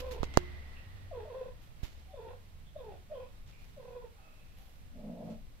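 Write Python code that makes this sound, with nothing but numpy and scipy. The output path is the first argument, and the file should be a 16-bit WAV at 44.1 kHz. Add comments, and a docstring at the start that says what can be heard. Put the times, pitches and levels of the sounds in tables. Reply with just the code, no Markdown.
"""A tomcat courts a female in a tiled doorway, heard close by on a phone's two microphones.
He opens with a short yowl as fur and paws rustle on the tiles and fingers knock on the phone; a far
motor and a thin squeal sound behind him while the outdoor rumble and hiss settle. Six more yowls
follow, falling in pitch, the throat fluttering behind a nearly closed mouth, with faint cries further
off. Near five seconds he ends on one low purring growl, slack vocal folds ringing chest and throat."""
import sys
import numpy as np
from scipy import signal
from scipy.fft import rfft, irfft
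from scipy.io import wavfile
from scipy.ndimage import uniform_filter1d

SR = 44100
rng = np.random.default_rng(int(sys.argv[2]) if len(sys.argv) > 2 else 0)


def master(y):
    """Save y as 16-bit WAV."""
    cut = np.clip(np.atleast_2d(y).T, -1, 1)
    pcm = np.round(cut * 32767)  # scale
    wavfile.write(sys.argv[1], SR, pcm.astype(np.int16))


N = 246959
T = np.arange(N) / SR
FREQS = np.maximum(np.arange(N // 2 + 1) * SR / N, 1)

# The phone's two microphone ports. Each row: frequency in Hz, left minus right in dB,
# left lead in radians, unrelated sound against shared sound in dB.
PORTS = [(41.4, -0.5, -0.41, -3), (194, -1, -0.015, -11), (353, -1, 0.96, -1.5), (695, 1, -0.75, -7),
         (1420, -2.5, -0.86, 7), (2150, -5.5, 0.38, -1), (3940, -7.5, -1.36, -2), (7520, 3, 1, 6),
         (15000, -4, 1, -11)]


def undb(db):
    """Decibels to gain."""
    return 10 ** (np.asarray(db) / 20)


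def unit(x):
    """Scale to rms 1."""
    return x / np.sqrt(np.mean(x ** 2) + 1e-18)


def spectra(rows):
    """The columns of a table, joined by straight lines in log frequency."""
    hz, *columns = np.transpose(rows)
    return [np.interp(np.log(FREQS), np.log(hz), c) for c in columns]


def shape(x, response):
    """Filter by a frequency response."""
    return irfft(rfft(x) * response, N)


def resonance(hz, width):
    """Response of one damped resonance, gain 1 at its centre."""
    return 1 / (1 + 1j * (FREQS / hz - hz / FREQS) * hz / width)


def band(hz, width):
    """Response with a flat top and steep sides."""
    return 1 / np.sqrt(1 + ((FREQS / hz - hz / FREQS) * hz / width) ** 8)


def ring(source, formants):
    """A source heard through a cavity's resonances, at rms 1."""
    return unit(shape(source, sum(undb(db) * resonance(hz, width) ** 2 for hz, width, db in formants)))


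def walk(rate):
    """Smooth random drift of rms 1, with a new value `rate` times a second."""
    steps = rng.standard_normal(8192)
    drift = np.interp(T * rate, np.arange(len(steps)), steps)
    return unit(uniform_filter1d(drift, max(int(SR / rate / 2), 1)))


def phase_of(hz):
    """Phase of a gliding oscillation."""
    return 2 * np.pi * np.cumsum(hz) / SR


def envelope(start, length, attack, release):
    """A straight attack, a hold until the length is over, then an exponential release; all in seconds."""
    age = T - start
    return np.clip(age / attack, 0, 1) * np.exp(-np.maximum(age - length, 0) / release)


def fade_edges(times, edge_s=0.007):
    """Open from the first of the times to the last, closing quickly outside."""
    return np.exp(-np.maximum(np.maximum(times[0] - T, T - times[-1]), 0) / edge_s)


def outdoor_air(bass_hz=220, treble_hz=5000):
    """Outdoor rumble under a soft hiss, loudest at first, then settling."""
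    # Colour of the air. Each row: frequency in Hz, relative level in dB.
    colour = [(8, -6), (16, 10.5), (28, 0), (40, 0), (88, -5.5), (239, -19), (398, -25.5), (456, -24),
              (739, -26.5), (967, -28.5), (1170, -27.5), (2680, -31), (3070, -32), (15400, -45)]
    apart = undb(spectra(PORTS)[2])
    mid, side = rfft(rng.standard_normal((2, N)))
    stereo = (mid + np.array([[1], [-1]]) * apart * side) / np.sqrt(1 + apart ** 2)
    air = undb(-55) * unit(irfft(stereo * undb(spectra(colour)[0]), N))
    bass = shape(air, 1 / (1 + (FREQS / bass_hz) ** 4))
    treble = shape(air, 1 / (1 + (treble_hz / FREQS) ** 8))
    swell = 1 / (1 + ((T - 0.35) / 0.62) ** 2)
    gusts_db = 1.2 * walk(7)
    rumble = bass * undb(3 + 4.5 * swell + gusts_db)
    hiss = (air - bass - treble) * undb(10 * swell) + treble * undb(2 * swell)
    return rumble + hiss * undb(1.86 + .5 * walk(11))


def microphone_noise():
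    """The microphones' own hiss peaks at the resonance of their ports."""
    return undb(-83) * unit(shape(rng.standard_normal((2, N)), resonance(13500, 3380) ** 2))


def far_motor():
    """The low firing note of a far engine; its speed glides evenly through each run."""
    # Each row: start in seconds, length in seconds, first and last firing rate in Hz, level in dB.
    runs = [(-.05, 0.59, 63, 70.5, -47), (0.827, 0.38, 96, 87.6, -52.5), (1.917, 0.077, 66, 67.8, -54),
            (2.198, 0.22, 85, 92, -57.5), (2.703, 0.35, 81.5, 75.46, -59.5)]
    wobble = 1 + .02 * walk(25)
    out = np.zeros(N)
    for start, length, first_hz, last_hz, db in runs:
        hz = np.interp(T, [start, start + length], [first_hz, last_hz])
        note = unit(np.sin(phase_of(hz * wobble)))
        out += undb(db) * envelope(start, length, attack=0.044, release=0.22) * note
    return out


def far_squeal(start_s=0.14, low_hz=1885, top_hz=2050, top_s=0.27, arch_s=0.49):
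    """A thin distant tone that arches to a top, then falls away and frays into noise."""
    hz = low_hz + (top_hz - low_hz) * np.exp(-((T - top_s) / arch_s) ** 2)
    waver = np.interp(T - start_s, [0, .7], [.02, .045]) * walk(450)
    tone = unit(np.sin(phase_of(hz * (1 + waver))))
    return undb(-59.5) * envelope(start_s, length=0.29, attack=0.2, release=0.41) * tone


def far_cries():
    """Faint raspy cries from further off; each starts quickly and trails away."""
    # Each row: start in seconds, length in seconds, pitch in Hz, level in dB, waver as a share of pitch.
    cries = [(.755, .07, 2720, -61.5, .045), (2.08, .07, 755, -64, .02), (2.1, .16, 3500, -76, .03),
             (2.65, .06, 3400, -73, .05), (2.76, .08, 3400, -67, .05), (3.13, .09, 3130, -71, .03),
             (3.19, .09, 2550, -70, .035), (3.52, .17, 2500, -67, .09), (4.16, .16, 800, -69.5, .05),
             (4.16, .2, 1290, -73, .1), (4.18, .22, 645, -71, .06), (4.17, .52, 2600, -73.5, .045),
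             (4.58, .1, 770, -67, .04)]
    drift, rasp = walk(700), unit(1 + .5 * walk(250))
    out = np.zeros(N)
    for start, length, hz, db, waver in cries:
        swell = np.sin(np.pi * np.sqrt(np.clip((T - start) / length, 0, 1)))
        out += undb(db) * np.sqrt(2) * swell * rasp * np.sin(phase_of(hz * (1 + waver * drift)))
    return out


def rustles_and_clicks():
    """Fur and paws brush the tiles: bursts of fine grains that start quickly and fade; the shortest, sharpest
    strokes are the crisp treble clicks of the fingers knocking on the phone."""
    # Each row: start in seconds, length in seconds, level in dB, added high hiss in relative dB.
    strokes = [(0, 0.012, -43.5, -11), (0.017, 0.13, -64, -8), (0.109, 0.033, -48.5, -12.5),
               (0.231, 0.003, -42, -17), (0.236, 0.017, -47, -21), (0.338, 0.007, -44.5, -27),
               (0.349, 0.062, -56, -26), (0.372, 0.011, -42.5, -14), (1.612, 0.063, -65, -9),
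               (1.83, 0.025, -48, -12.5), (1.852, 0.15, -62.5, -16), (3.461, 0.084, -63, -15),
               (3.581, 0.21, -68, -10), (4.564, 0.16, -65, -5.5), (5.297, 0.047, -65, -15)]
    # Colour of the rustle. Each row: frequency in Hz, relative level in dB.
    colour = [(300, 6.5), (1200, -1.5), (3000, 1), (6800, -6), (8200, -11.5), (16000, -67.5)]
    body_gain, hiss_gain = np.zeros((2, N))
    for start, length, db, hiss_db in strokes:
        age = np.maximum(T - start, 0) / (length / 4)
        stroke = undb(db) * np.sqrt(age * np.exp(1 - age))
        body_gain += stroke
        hiss_gain += undb(hiss_db) * stroke
    grains = rng.standard_normal((2, N)) * undb(3.2 * walk(1400))
    body = unit(shape(grains, undb(spectra(colour)[0])))
    hiss = unit(shape(grains, resonance(12000, 4360) ** 2))
    return body_gain * body + hiss_gain * hiss


def finger_knocks(left_lag_s=0.000242, hall_t60_s=1.1):
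    """Fingers push the phone's case beside the right port; a softer touch is longer and only thuds."""
    # Each row: start in seconds, strength in dB, contact time in seconds.
    touches = [(0.203, 37, 0.028), (0.2311, 16, 0.00026), (0.2315, 3.5, 0.00043), (0.3728, 32.5, 0.00014),
               (1.831, 27, 0.0093)]
    # Resonances of the case. Each row: frequency and width in Hz, left and right gain in dB.
    modes = [(52, 170, -43.5, 1), (433, 300, -30.5, 4), (607, 483, -30, 2), (1204, 460, -41, -3),
             (1538, 330, -17.5, -14), (2850, 370, -21.5, -20), (4420, 650, -34, -14.5),
             (6180, 800, -24.5, -11), (7950, 2150, -23.5, -20.5), (12800, 2100, -31.5, -21),
             (357, 4.7, -34, -5.5), (163.5, 4.45, -43, -12.5)]
    force = np.zeros(N)
    for start, db, contact in touches:
        age = np.maximum(T - start, 0) / (contact / 4)
        push = age * np.exp(-age)
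        force += undb(db) * push / (push.sum() + 1e-18)
    case = sum((-1) ** k * undb([[left], [right]]) * resonance(hz, width)
               for k, (hz, width, left, right) in enumerate(modes))
    # the bending wave reaches the left port a little later
    travel = np.exp(-2j * np.pi * FREQS * np.array([[left_lag_s], [0]]))
    # each knock dies away in the hall behind the door
    tail = unit(rng.standard_normal((2, N)) * undb(-60 * T / hall_t60_s)) / np.sqrt(N)
    hall = undb(-43) * rfft(tail) * resonance(1274, 2500) ** 2
    return shape(force, case * travel + hall)


def growl(beat_hz=57.46, sag_hz=4.03, chest_first_hz=212, chest_last_hz=172):
    """Slack vocal folds beat slowly and unevenly; the beats and the breath ring chest and throat."""
    # The growl's surges. Each row: time in seconds, chest and throat drive in dB.
    surges = [(4.92, -70, -92), (4.961, -52, -63), (5.004, -52, -52.5), (5.016, -54.5, -64),
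              (5.032, -48, -54), (5.116, -45, -51.5), (5.145, -49.5, -55), (5.23, -46.5, -48),
              (5.266, -44, -53.5), (5.285, -44.5, -45.5), (5.315, -40.5, -49.5), (5.35, -54, -58.5),
              (5.42, -67, -86)]
    # Resonances of the throat. Each row: frequency in Hz, width in Hz, relative gain in dB.
    formants = [(378.2, 50, -11.5), (530.7, 217, -6), (599.7, 95, -5.5), (807, 95, -23)]
    times, chest_db, throat_db = np.transpose(surges)
    progress = np.interp(T, [times[0], times[-1]], [0, 1])
    jitter = .06 * walk(110)
    phase = phase_of((beat_hz - sag_hz * progress ** 3.98) * (1 + jitter))
    # the folds close loosely, so each beat is spread over its cycle
    lags = 1.6 * rng.standard_normal(17)
    beats = sum(np.cos(k * phase + lags[k]) for k in range(2, 17))
    breath = 8.7 * rng.standard_normal(N)
    source = beats + breath
    # the chest resonance sinks as the growl goes on
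    first, last = (shape(source, band(hz, width=115)) for hz in (chest_first_hz, chest_last_hz))
    chest = undb(np.interp(T, times, chest_db)) * unit(first + progress ** 2 * (last - first))
    throat = undb(np.interp(T, times, throat_db) + 1) * ring(source, formants)
    return fade_edges(times) * (chest + throat)


def yowl_controls():
    """Pitch, effort and rasp; each yowl takes over the throat from the one before."""
    # One list per yowl; most turn raspy as they sink.
    # Each row: time in seconds, pitch in Hz, level in dB, rasp from 0 (clear) to about 1.
    calls = [
        [(0, 501, -55.5, 0.44), (.025, 484, -41.5, 0.66), (.06, 515.6, -45.5, 0.51), (.125, 501, -41.5, 0.1),
         (.143, 457, -48.5, .8), (.165, 457.6, -41, 0.7), (.2, 466, -55.5, 0.9), (.26, 480, -63, 0.4)],
        [(1.104, 712, -78, 0.08), (1.115, 688, -44, 0.1), (1.133, 549, -42, 0.3), (1.15, 511, -47.5, .3),
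         (1.187, 471, -37.5, 0.35), (1.207, 421.6, -52.5, 0.71), (1.232, 436, -46.5, 0.8),
         (1.25, 444.4, -53.5, 1)],
        [(1.254, 626, -48.5, 0.47), (1.28, 608, -50, 0.6), (1.305, 492.4, -48, 0.7), (1.335, 457.6, -46, 0.6),
         (1.372, 516, -41.5, 0.5), (1.392, 524.6, -53.5, 0.55), (1.417, 502.5, -35.5, 0.42),
         (1.437, 509.3, -54.5, 0.7), (1.46, 503, -43.5, 0.6), (1.54, 503, -68.5, 0.5)],
        [(2.127, 603, -69, 0.1), (2.143, 577.6, -42, 0.3), (2.165, 518.4, -57, 0.6), (2.205, 459, -42, 0.3),
         (2.235, 453, -50.5, 0.7), (2.27, 445, -41, 0.36), (2.29, 450.6, -51, 0.8), (2.325, 478, -51.5, 1),
         (2.38, 463, -65.5, 0.7)],
        [(2.748, 618, -72, 0.3), (2.764, 599, -37, 0), (2.78, 563.5, -57, 0.5), (2.797, 530, -43, 0.4),
         (2.83, 462, -55, 0.5), (2.873, 418, -44, 0.42), (2.9, 390.4, -51.5, 0.5), (2.93, 368.7, -48, 1.03),
         (2.985, 361, -73, 0.9)],
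        [(3.098, 611, -62, 0.36), (3.113, 631.6, -42, 0.3), (3.135, 607, -40.5, 0.38), (3.16, 514.7, -46, 0.32),
         (3.19, 492.8, -46.5, 0.45), (3.225, 494.3, -46.5, 0.6), (3.295, 484, -67.5, 0.7)],
        [(3.764, 641, -60, 0.2), (3.783, 558, -46.5, 0.3), (3.825, 455, -58, 0.82), (3.87, 485, -51, 0.7),
         (3.91, 498.5, -51.5, 0.59), (3.928, 472, -52, 0.58), (3.96, 496, -46.5, 0.48), (3.995, 484, -46, 0.35),
         (4.022, 478, -58.5, 0.55), (4.045, 448, -43, 0.5), (4.078, 454, -57, 0.5), (4.1, 467, -83, 0.6)],
    ]
    controls = np.zeros((3, N))
    for rows in calls:
        times, *columns = np.transpose(rows)
        hz, db, rasp = (np.interp(T, times, c) for c in columns)
        effort = undb(db) * fade_edges(times)
        controls = np.where(T >= times[0], [hz, effort, np.clip(rasp, 0, 1)], controls)
    return controls


def yowls(flutter_hz=46, flutter_depth=.7, shimmer=0.2805, swell_s=0.065, low_cut_hz=330):
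    """An almost pure voice through a nearly closed mouth; throat flutter shakes its level and pitch."""
    # Upper resonances of the mouth. Each row: frequency in Hz, width in Hz, relative gain in dB.
    mouth = [(1570, 1080, 2), (2495, 450, 2.5), (3210, 850, -3)]
    # The second harmonic swells as it sinks into the throat resonance.
    # Each row: its frequency in Hz, its relative level in dB.
    second_curve = [(760, -1.5), (900, -10.5), (1000, -13.5), (1080, -19), (1250, -33)]
    hz, effort, rasp = yowl_controls()
    flutter = np.sin(phase_of(flutter_hz * (1 + 0.2567 * walk(40))))
    jitter = (.01 + .05 * rasp) * (walk(260) + .5 * flutter) + .02 * rasp * walk(45)
    phase = phase_of(hz * (1 + jitter))
    shake = 1 + rasp * (flutter_depth * flutter + shimmer * walk(300))
    # the fundamental throbs; the overtones follow only the broad swell of each call
    swell = np.minimum(uniform_filter1d(effort, int(swell_s * SR)), 2 * effort)
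    second_gain = undb(np.interp(2 * hz, *np.transpose(second_curve)))
    second = second_gain * np.sin(2 * phase + .55 * walk(160)) * (1 + 0.192 * walk(180))
    low = np.sqrt(2 / (1 + second_gain ** 2)) * (effort * np.sin(phase) + swell * second)
    # a raspy throat alternates strong and weak cycles, filling the gap between the harmonics
    low += 0.54 * swell * rasp ** 2 * walk(120) * np.sin(1.5 * phase)
    # a puff of air per cycle and weak higher harmonics ring the mouth, more so with rasp
    buzz = unit(sum(np.cos(k * phase) for k in range(3, 11)))
    puffs = 1.5 * rng.standard_normal(N) * (1 + np.cos(phase))
    high = swell * undb(-29 + 10 * rasp) * ring(buzz + puffs, mouth)
    return shape(shake * (low + high), 1 / np.sqrt(1 + (low_cut_hz / FREQS) ** 8))


def doorway(x, t60_s, wet_db):
    """Direct sound plus the dense reflections of tiles and walls."""
    fade = undb(-60 * T / t60_s) * np.clip(T / 0.0043, 0, 1)
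    tails = rng.standard_normal((2, N)) * fade
    mid, side = rfft(tails / np.sqrt(np.sum(tails ** 2, axis=1, keepdims=True)))
    echo = mid + np.array([[1], [-1]]) * undb(spectra(PORTS)[2] + 2) * side
    return shape(x, (1 + undb(wet_db) * echo) / np.sqrt(1 + undb(2 * wet_db)))


def scene():
    """Everything airborne reaches the two microphone ports; the knocks come through the case."""
    pan_db, lead, _ = spectra(PORTS)
    ports = undb(np.array([pan_db, -pan_db]) / 2) * np.exp(.5j * np.array([lead, -lead]))
    tomcat = doorway(yowls() + growl(), t60_s=0.24, wet_db=-4.5)
    distant = doorway(far_squeal() + far_cries(), t60_s=0.38, wet_db=0)
    airborne = tomcat + distant + rustles_and_clicks() + far_motor() + outdoor_air() + microphone_noise()
    return shape(airborne, ports) + finger_knocks()


def record(dry):
    """The phone rounds the loudest peak and cuts the top above 15.5 kHz."""
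    return signal.sosfilt(signal.ellip(8, .2, 70, 15500, fs=SR, output="sos"), np.tanh(dry))


dry = scene()
out = record(dry)
master(out)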